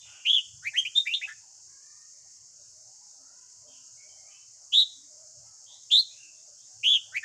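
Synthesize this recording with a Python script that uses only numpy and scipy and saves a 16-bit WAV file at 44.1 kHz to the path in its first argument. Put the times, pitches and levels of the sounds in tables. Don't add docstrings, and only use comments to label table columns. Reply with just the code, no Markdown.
import sys
import numpy as np
from scipy import signal
from scipy.fft import rfft, irfft
from scipy.io import wavfile

SR = 44100
rng = np.random.default_rng(int(sys.argv[2]) if len(sys.argv) > 2 else 0)


def unload_wav(signal):
    wavfile.write(
        sys.argv[1],
        SR,
        np.round(np.clip(np.atleast_2d(signal).T, -1, 1) * 32767).astype(np.int16),
    )


def invert_db(x):
    u = np.asarray(x, float) / 20
    return 10 ** u


N = 319284

# f/Hz, level/dB
AIR = [(12, -39.5), (30, -9), (42, -4), (113, -10.5), (268, -10), (829, -11.5), (1130, -11.5),
       (1260, -10.5), (3070, -17.5), (4000, -17.5), (5200, -36), (8800, -120)]
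AIR_DB = -71
# f/Hz, density/(dB per Hz)
GUST = [(20, -32.5), (50, -8), (115, 10), (160, -3), (300, -37.5)]
# t/s, length/s, level/dB
WIND = [(0.004, 0.15, -70), (0.474, 0.24, -63), (0.808, 0.12, -72.5), (1.258, 0.032, -75),
        (1.328, 0.084, -74), (1.721, 0.035, -76.5), (1.939, 0.032, -78), (2.205, 0.07, -69),
        (2.399, 0.054, -74), (2.646, 0.077, -77.5), (2.858, 0.05, -77), (3.517, 0.146, -79),
        (3.918, 0.048, -71), (5.319, 0.22, -70.5), (5.789, 0.088, -76), (6.626, 0.051, -76),
        (6.724, 0.13, -73.5), (6.984, 0.27, -73.5)]
GUST_EDGE_S, BREEZE_DB, BREEZE_LUMPS_DB = .1, -82.5, 3.5
# f/Hz, density/(dB per Hz)
CHORUS = [(1880, -64.5), (3200, -48), (4060, -25.5), (4460, -12), (4920, -8.5), (5510, -3), (5890, -4),
          (6420, 1.5), (7470, -4), (7990, -12.5), (9810, -28), (11700, -42.5), (13600, -48), (14900, -37),
          (15600, -37)]
CICADA_DB = -52

# t/s, length/s, level/dB, pitch f/Hz
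DOVES = [(0.014, 0.19, -70, 760), (0.704, 0.058, -64.5, 725), (1.195, 0.093, -65.5, 799),
         (1.409, 0.21, -71.5, 809), (2.159, 0.03, -72.5, 622), (2.237, 0.038, -67.5, 830),
         (2.582, 0.044, -69, 622), (2.762, 0.47, -73.5, 767), (3.271, 0.086, -72, 749),
         (3.62, 0.12, -70, 681), (3.961, 0.046, -70, 674), (4.045, 0.27, -68, 700),
         (4.574, 0.094, -68, 753), (4.861, 0.067, -71.5, 690), (5.086, 0.4, -68.5, 679),
         (5.512, 0.033, -68, 750), (5.605, 0.027, -66, 762), (5.673, 0.12, -69.5, 759),
         (5.889, 0.035, -66, 671), (6.022, 0.13, -72.5, 724), (6.272, 0.24, -74, 722),
         (6.511, 0.036, -73, 673), (6.671, 0.112, -73, 810), (7.042, 0.14, -67, 765)]
COO_EDGE_S, COO_ROLL_DB, COO_WANDER_HZ, COO_BED_DB = .06, 2.5, 50.6, -87
# t/s, length/s, first f/Hz, last f/Hz, level/dB
HOOTS = [
    (1.68, .09, 325, 332, -81),
    (3.18, .064, 269.5, 250.7, -75),
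    (3.66, 0.078, 248, 256.3, -70),
    (4.95, 0.094, 251, 324, -73.5),
    (6.2, 0.085, 310, 306, -82),
]
# t/s, length/s, first f/Hz, last f/Hz, level/dB
CROWS = [
    (1.67, 0.12, 542, 546.5, -74.5),
    (1.8, .24, 578, 628.5, -75),
    (3.18, 0.27, 428.4, 529.4, -75.5),
    (3.5, 0.4, 325, 323, -81),
    (4.24, 0.095, 409, 399, -76.5),
    (4.57, 0.09, 538, 291, -81),
    (5.43, 0.15, 424, 430, -78.5),
]
# multiple of pitch/1, level/dB
CROW_PARTIALS = [(2.001, -1.5), (3.0, 2), (4.002, -8)]
# t/s, length/s, first f/Hz, last f/Hz, level/dB
FAR_WHISTLES = [
    (3.97, 0.069, 2145, 2410, -61),
    (4.09, 0.037, 3100, 3140, -58.5),
    (4.175, .06, 2100, 2220, -66),
    (4.3, .055, 3050, 2996, -58.5),
    (5.43, 0.062, 2100, 2105, -79),
    (6.16, 0.061, 1600, 1600, -72),
    (6.18, .09, 2850, 2536, -57.5),
    (6.66, 0.12, 1600, 1550, -85),
]
# t/s, length/s, first f/Hz, last f/Hz, level/dB
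FAR_BIRDS = [
    (0, 0.029, 3550, 3580, -45.5),
    (.01, .29, 2950, 2780, -55),
    (.05, 0.14, 1504, 1498, -65),
    (2.25, 0.065, 1805, 2315, -74.5),
    (3.67, 0.13, 3267, 2720, -64),
    (4.26, 0.13, 2300, 2900, -66),
    (5.66, 0.098, 3100, 4250, -55),
    (6.09, .098, 2415, 2806, -65),
    (6.33, 0.081, 3300, 3900, -75),
    (6.57, 0.086, 3130, 4200, -71),
]
BIRD_BUZZ, WHISTLE_BUZZ, CROW_BUZZ, HOOT_BUZZ = .55, .25, .3, 0.32

# delay t/s, level/dB
ECHOES = [(.004, -12), (.009, -6.5), (.017, -16.5), (.031, -27)]
YARD_T60_S, YARD_DB = .38, -20

# multiple of pitch/1, level/dB
PARTIALS = [(1.5, -50), (2.001, -37), (3.0, -45), (4.0, -57), (5.0, -49), (6.0, -54)]
# f/Hz, density/(dB per Hz)
BREATH = [(1000, -29), (4500, -11), (9000, -0.5), (12000, -22), (13800, -24), (15200, -3), (16000, -16)]
# t/s, level/dB
SNAPS = [
    (.259, -31),
    (4.727, -27.5),
    (5.914, -17.5),
    (6.84, -36),
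]
# t/s, f/Hz, level/dB
ARC = [(0, 2330, -50), (.01, 2490, -30), (.022, 2880, -24), (.052, 3260, -20), (.075, 3420, -20.5),
       (.1, 3440, -20.5), (.128, 3180, -21.5), (.146, 2900, -25.5), (.154, 2820, -38)]
# t/s, f/Hz, level/dB
RISE = [(0, 2850, -53), (.009, 3010, -34), (.022, 3284, -21), (.045, 3612, -20.5), (.06, 3774, -19),
        (.078, 3920, -18), (.11, 3830, -22), (.12, 3780, -38.5)]
# t/s, f/Hz, level/dB
HIGH_RISE = [(0, 2744, -51.5), (.013, 3222, -28), (.022, 3426, -19), (.053, 3650, -16.5), (.075, 3955, -19),
             (.095, 4187, -20.5), (.112, 4150, -29.5), (.13, 4038, -40)]
# t/s, f/Hz, level/dB
LEAP = [(0, 1400, -57), (.024, 1559, -45.5), (.028, 1900, -38.5), (.042, 2184, -31.5), (.054, 2395, -24.5),
        (.062, 2480, -34), (.077, 2720, -48.5)]
# t/s, f/Hz, level/dB
HOOK = [(0, 1646, -53), (.01, 1810, -38), (.026, 1999, -31), (.031, 2547, -32), (.044, 3002, -25),
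        (.054, 3184, -16.5), (.066, 3190, -20), (.076, 3190, -33), (.102, 3204, -39.5)]
# t/s, f/Hz, level/dB
FLICK = [(0, 2318, -33), (.006, 2450, -28), (.013, 2602, -33), (.022, 3015, -31.5), (.041, 3195, -47.5)]
# t/s, f/Hz, level/dB
PIPE = [(0, 3560, -40), (.012, 3574, -23), (.026, 3668, -18), (.036, 3687, -17), (.041, 3710, -31.5),
        (.054, 3676, -24), (.072, 3745, -37)]
# t/s, f/Hz, level/dB
CLIMB = [(0, 1720, -51.5), (.012, 2050, -37.5), (.022, 2300, -24.5), (.038, 2440, -35), (.05, 2590, -34),
         (.092, 2930, -29.5)]
# t/s, f/Hz, level/dB
CAP = [(0, 3260, -23), (.014, 3664, -24), (.028, 3660, -37), (.045, 3590, -30.5)]
# t/s, f/Hz, level/dB
LOW_RISE = [(0, 1846, -42), (.008, 2008, -37.5), (.026, 2517, -32), (.046, 2630, -35), (.054, 2620, -48)]
# t/s, f/Hz, level/dB
MURMUR = [(0, 1590, -48), (.02, 1754, -39), (.028, 1790, -44), (.059, 1732, -46.5)]
# syllable, t/s, gain/dB, pressure/dB, buzz depth/1
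SUNG = [(ARC, .247, .1, -5, .55), (LEAP, 0.6222, .1, 6, .3), (HOOK, .733, .1, 4.1, .22),
        (FLICK, .849, .1, 3, .25), (PIPE, 0.95, .1, 2.2, .15), (CLIMB, 1.053, 0.083, 3.9, .28),
        (CAP, 1.135, 0.088, -7, 0.568), (LOW_RISE, 1.212, .1, .1, 0.41), (MURMUR, 1.273, .1, 11, 0.58),
        (RISE, 4.718, 1.2, 1.3, .55), (HIGH_RISE, 5.9, .1, 3, .5), (ARC, 6.828, .1, 1.17, .55),
        (LEAP, 7.119, 1.4, 5, .3), (HOOK, 7.226, 2.58, 2, .25)]
CATCH_S, CATCH_DB, CATCH_BUZZ = 0.036, 6.5, .8
UNDERTONE_DB, UNDERTONE_RISE_DB, UNDERTONE_FLICKER_DB = -50, 14.5, 3.5
BUZZ_HZ, CATCH_HZ = 255, 70
SETTLE_S = .004
THROAT_HZ, THROAT_WIDTH_HZ, THROAT_DB = 2988, 900, 4
BEAK_HZ, BEAK_WIDTH_HZ, BEAK_DB = 6360, 900, 11

PORT_HZ, PORT_WIDTH_HZ, PORT_DB = 15400, 800, 9
CUTOFF_HZ = 15900


def rms_one(x):
    return x / np.sqrt(np.mean(x ** 2) + 1e-20)


def in_time(rows, t):
    s, *columns = np.transpose(rows)
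    return [np.interp(t, s, c) for c in columns]


def drift(rate, count=N):
    r = np.exp(-2 * np.pi * rate / SR)
    noise = rng.standard_normal(count + 20000)
    return rms_one(signal.lfilter([1], [1, -2 * r, r * r], noise)[20000:])


def coloured(spectrum):
    hz, db = np.transpose(spectrum)
    log_hz = np.log(np.fft.rfftfreq(N, 1 / SR) + 1)
    gain = invert_db(np.interp(log_hz, np.log(hz), db, -90, -90))
    return rms_one(irfft(rfft(rng.standard_normal(N)) * gain, N))


def tail(x, t60, onset_s):
    t = np.arange(SR) / SR
    response = rng.standard_normal(SR) * invert_db(-60 * t / t60) * (1 - np.exp(-t / onset_s))
    return signal.fftconvolve(x, response / np.sqrt(np.sum(response ** 2)))[:N]


def resonance(hz, width_hz, db):
    r = np.exp(-np.pi * width_hz / SR)
    a = np.array([1, -2 * r * np.cos(2 * np.pi * hz / SR), r * r])
    return a + invert_db(db) * (1 - r * r) / 2 * np.array([1, 0, -1]), a


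def fades(t, rise_s, fall_s):
    ramp = np.minimum((t - t[0]) / rise_s, (t[-1] - t) / fall_s)
    return np.sin(np.pi / 2 * np.clip(ramp, 0, 1)) ** 2


def swells(rows, t, edge_s):
    gain = 0
    for start, length, db, *_ in rows:
        inside_s = np.minimum(t - start, start + length - t)
        gain = gain + invert_db(db) * np.clip(inside_s / edge_s + 0.52, 0, 1) ** 2
    return gain


def syrinx(pitch_hz, depth, rate_hz, partials, wobble, swing_hz):
    throb = 2 * np.pi * np.cumsum(rate_hz * (1 + .13 * wobble[0])) / SR
    depth = np.clip(depth, 0, 1.2) * invert_db(2.3 * wobble[1])
    lean = np.tanh((np.mean(pitch_hz) - pitch_hz) / 250)
    swing = swing_hz * depth * (0.3 * np.sin(throb) + 0.8 * lean * np.cos(throb) + .7 * wobble[2])
    phase = 2 * np.pi * np.cumsum(pitch_hz + swing) / SR
    heard = [(k, db) for k, db in partials if k * np.max(pitch_hz) < SR / 2]
    tone = sum(invert_db(db) * np.sin(k * phase) for k, db in heard)
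    pulses = 1 + depth * (np.cos(throb) + 0.078 * np.cos(2 * throb))
    return np.sqrt(2) * tone * pulses / np.sqrt(1 + depth ** 2 / 2)


def air(patchy_db):
    noise, edges = coloured(AIR), np.geomspace(30, 4800, 16)
    out = np.zeros(N)
    for edge in zip(edges, edges[1:]):
        band = signal.sosfilt(signal.butter(2, edge, "band", fs=SR, output="sos"), noise)
        out += invert_db(patchy_db * drift(5)) * band
    return invert_db(AIR_DB) * out


def wind(t):
    push = invert_db(BREEZE_DB + BREEZE_LUMPS_DB * drift(3.6)) + swells(WIND, t, GUST_EDGE_S)
    return push * invert_db(1.5 * drift(29)) * coloured(GUST)


def cicadas():
    flutter_db = 0.67 * drift(200) + 0.52 * drift(25) + .5 * drift(1.7)
    return invert_db(CICADA_DB + flutter_db) * coloured(CHORUS)


def doves(t):
    start, length, _, coo_hz = np.transpose(DOVES)
    pitch_hz = np.interp(t, start + length / 2, coo_hz) + COO_WANDER_HZ * drift(6.1)
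    wobble = np.array([drift(8.7), drift(20), drift(59)])
    coo = syrinx(pitch_hz, 0.68, 130, [(1, -1.5), (2.001, -20)], wobble, swing_hz=86.5)
    level = invert_db(COO_BED_DB) + swells(DOVES, t, COO_EDGE_S)
    return tail(level * invert_db(COO_ROLL_DB * drift(8)) * coo, 0.069, 0.001)


def far_calls(calls, partials, depth, rate_hz, swing_hz):
    out, wobble = np.zeros(N), np.array([drift(72), drift(70), drift(150)])
    for start, length, first_hz, last_hz, level_db in calls:
        at = np.arange(max(round(start * SR), 0), round((start + length) * SR))
        glide = np.linspace(first_hz, last_hz, len(at))
        call = syrinx(glide, depth, rate_hz, partials, wobble[:, at], swing_hz)
        out[at] += invert_db(level_db) * fades(at / SR, 0.0074, 0.04) * call
    return invert_db(-9) * out + tail(out, .45, .01)


def yard(x):
    out = x + invert_db(YARD_DB) * tail(x, YARD_T60_S, 0.023)
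    for delay_s, db in ECHOES:
        lag = round(delay_s * SR)
        out[lag:] += invert_db(db) * x[:-lag]
    return out


def snaps():
    out, t = np.zeros(N), np.arange(SR // 50) / SR
    for start, level_db in SNAPS:
        burst = rng.standard_normal(len(t)) * t / 0.0017 * np.exp(-t / .002)
        out[round(start * SR):][:len(t)] += invert_db(level_db) * burst
    return signal.sosfilt(signal.butter(3, [2600, 4400], "band", fs=SR, output="sos"), out + 1e-18)


def bulbul():
    out, rush = np.zeros(N), coloured(BREATH)
    wobble = np.array([drift(60), drift(120), drift(220)])
    throat = resonance(THROAT_HZ, THROAT_WIDTH_HZ, THROAT_DB)
    for syllable, start, louder_db, press_db, buzz in SUNG:
        t = np.arange(round(syllable[-1][0] * SR)) / SR
        at = np.arange(round(start * SR), N)[:len(t)]
        shape = fades(t, .004, 0.0045)[:len(at)]
        t, unsteady = t[:len(at)], wobble[:, at]
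        pitch_hz, level_db = in_time(syllable, t)
        catch = np.exp(-t / CATCH_S)
        depth = buzz * (1 + CATCH_BUZZ * catch) * (1 - np.exp(-t / SETTLE_S))
        rate_hz = BUZZ_HZ + CATCH_HZ * catch
        whistle = syrinx(pitch_hz, depth, rate_hz, [(1, 0.0013)], unsteady, swing_hz=140.4)
        whistle = whistle / np.abs(signal.freqz(*throat, pitch_hz, fs=SR)[1])
        overtones = syrinx(pitch_hz, depth + 0.21, rate_hz, PARTIALS, unsteady, swing_hz=200)
        pressed = invert_db(press_db + CATCH_DB * catch) * (overtones + invert_db(-45.5) * rush[at])
        under = syrinx(pitch_hz, 0.092, rate_hz, [(.5, UNDERTONE_DB)], unsteady, swing_hz=300)
        under = under * invert_db(UNDERTONE_FLICKER_DB * unsteady[0] - UNDERTONE_RISE_DB * catch)
        out[at] += invert_db(level_db + louder_db - 1.5) * shape * (whistle + under + pressed)
    voiced = signal.lfilter(*throat, out + 1e-18) + snaps()
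    voiced = signal.sosfilt(signal.butter(2, 900, "high", fs=SR, output="sos"), voiced)
    return signal.lfilter(*resonance(BEAK_HZ, BEAK_WIDTH_HZ, BEAK_DB), voiced)


def scene():
    t = np.arange(N) / SR
    background = air(patchy_db=2.0) + wind(t) + cicadas()
    far = doves(t) + far_calls(HOOTS, [(1, 0)], HOOT_BUZZ, rate_hz=60, swing_hz=40)
    far += far_calls(CROWS, CROW_PARTIALS, CROW_BUZZ, rate_hz=95, swing_hz=60)
    far += far_calls(FAR_WHISTLES, [(1, 0)], WHISTLE_BUZZ, rate_hz=270, swing_hz=220)
    far += far_calls(FAR_BIRDS, [(0.99, 0.0039)], BIRD_BUZZ, rate_hz=390, swing_hz=223)
    return (background + far + yard(bulbul()))[None]


def low_pass(x):
    return signal.sosfilt(signal.butter(12, 15770, fs=SR, output="sos"), x)


def record(dry):
    rounded = 1.6 * np.tanh(dry / 1.6)
    port = signal.lfilter(*resonance(PORT_HZ, PORT_WIDTH_HZ, PORT_DB), rounded)
    port = signal.sosfilt(signal.butter(2, 45, "high", fs=SR, output="sos"), port)
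    mix = signal.sosfilt(signal.cheby2(12, 60, CUTOFF_HZ, fs=SR, output="sos"), port)
    return low_pass(mix)


dry = scene()
out = record(dry)
unload_wav(out)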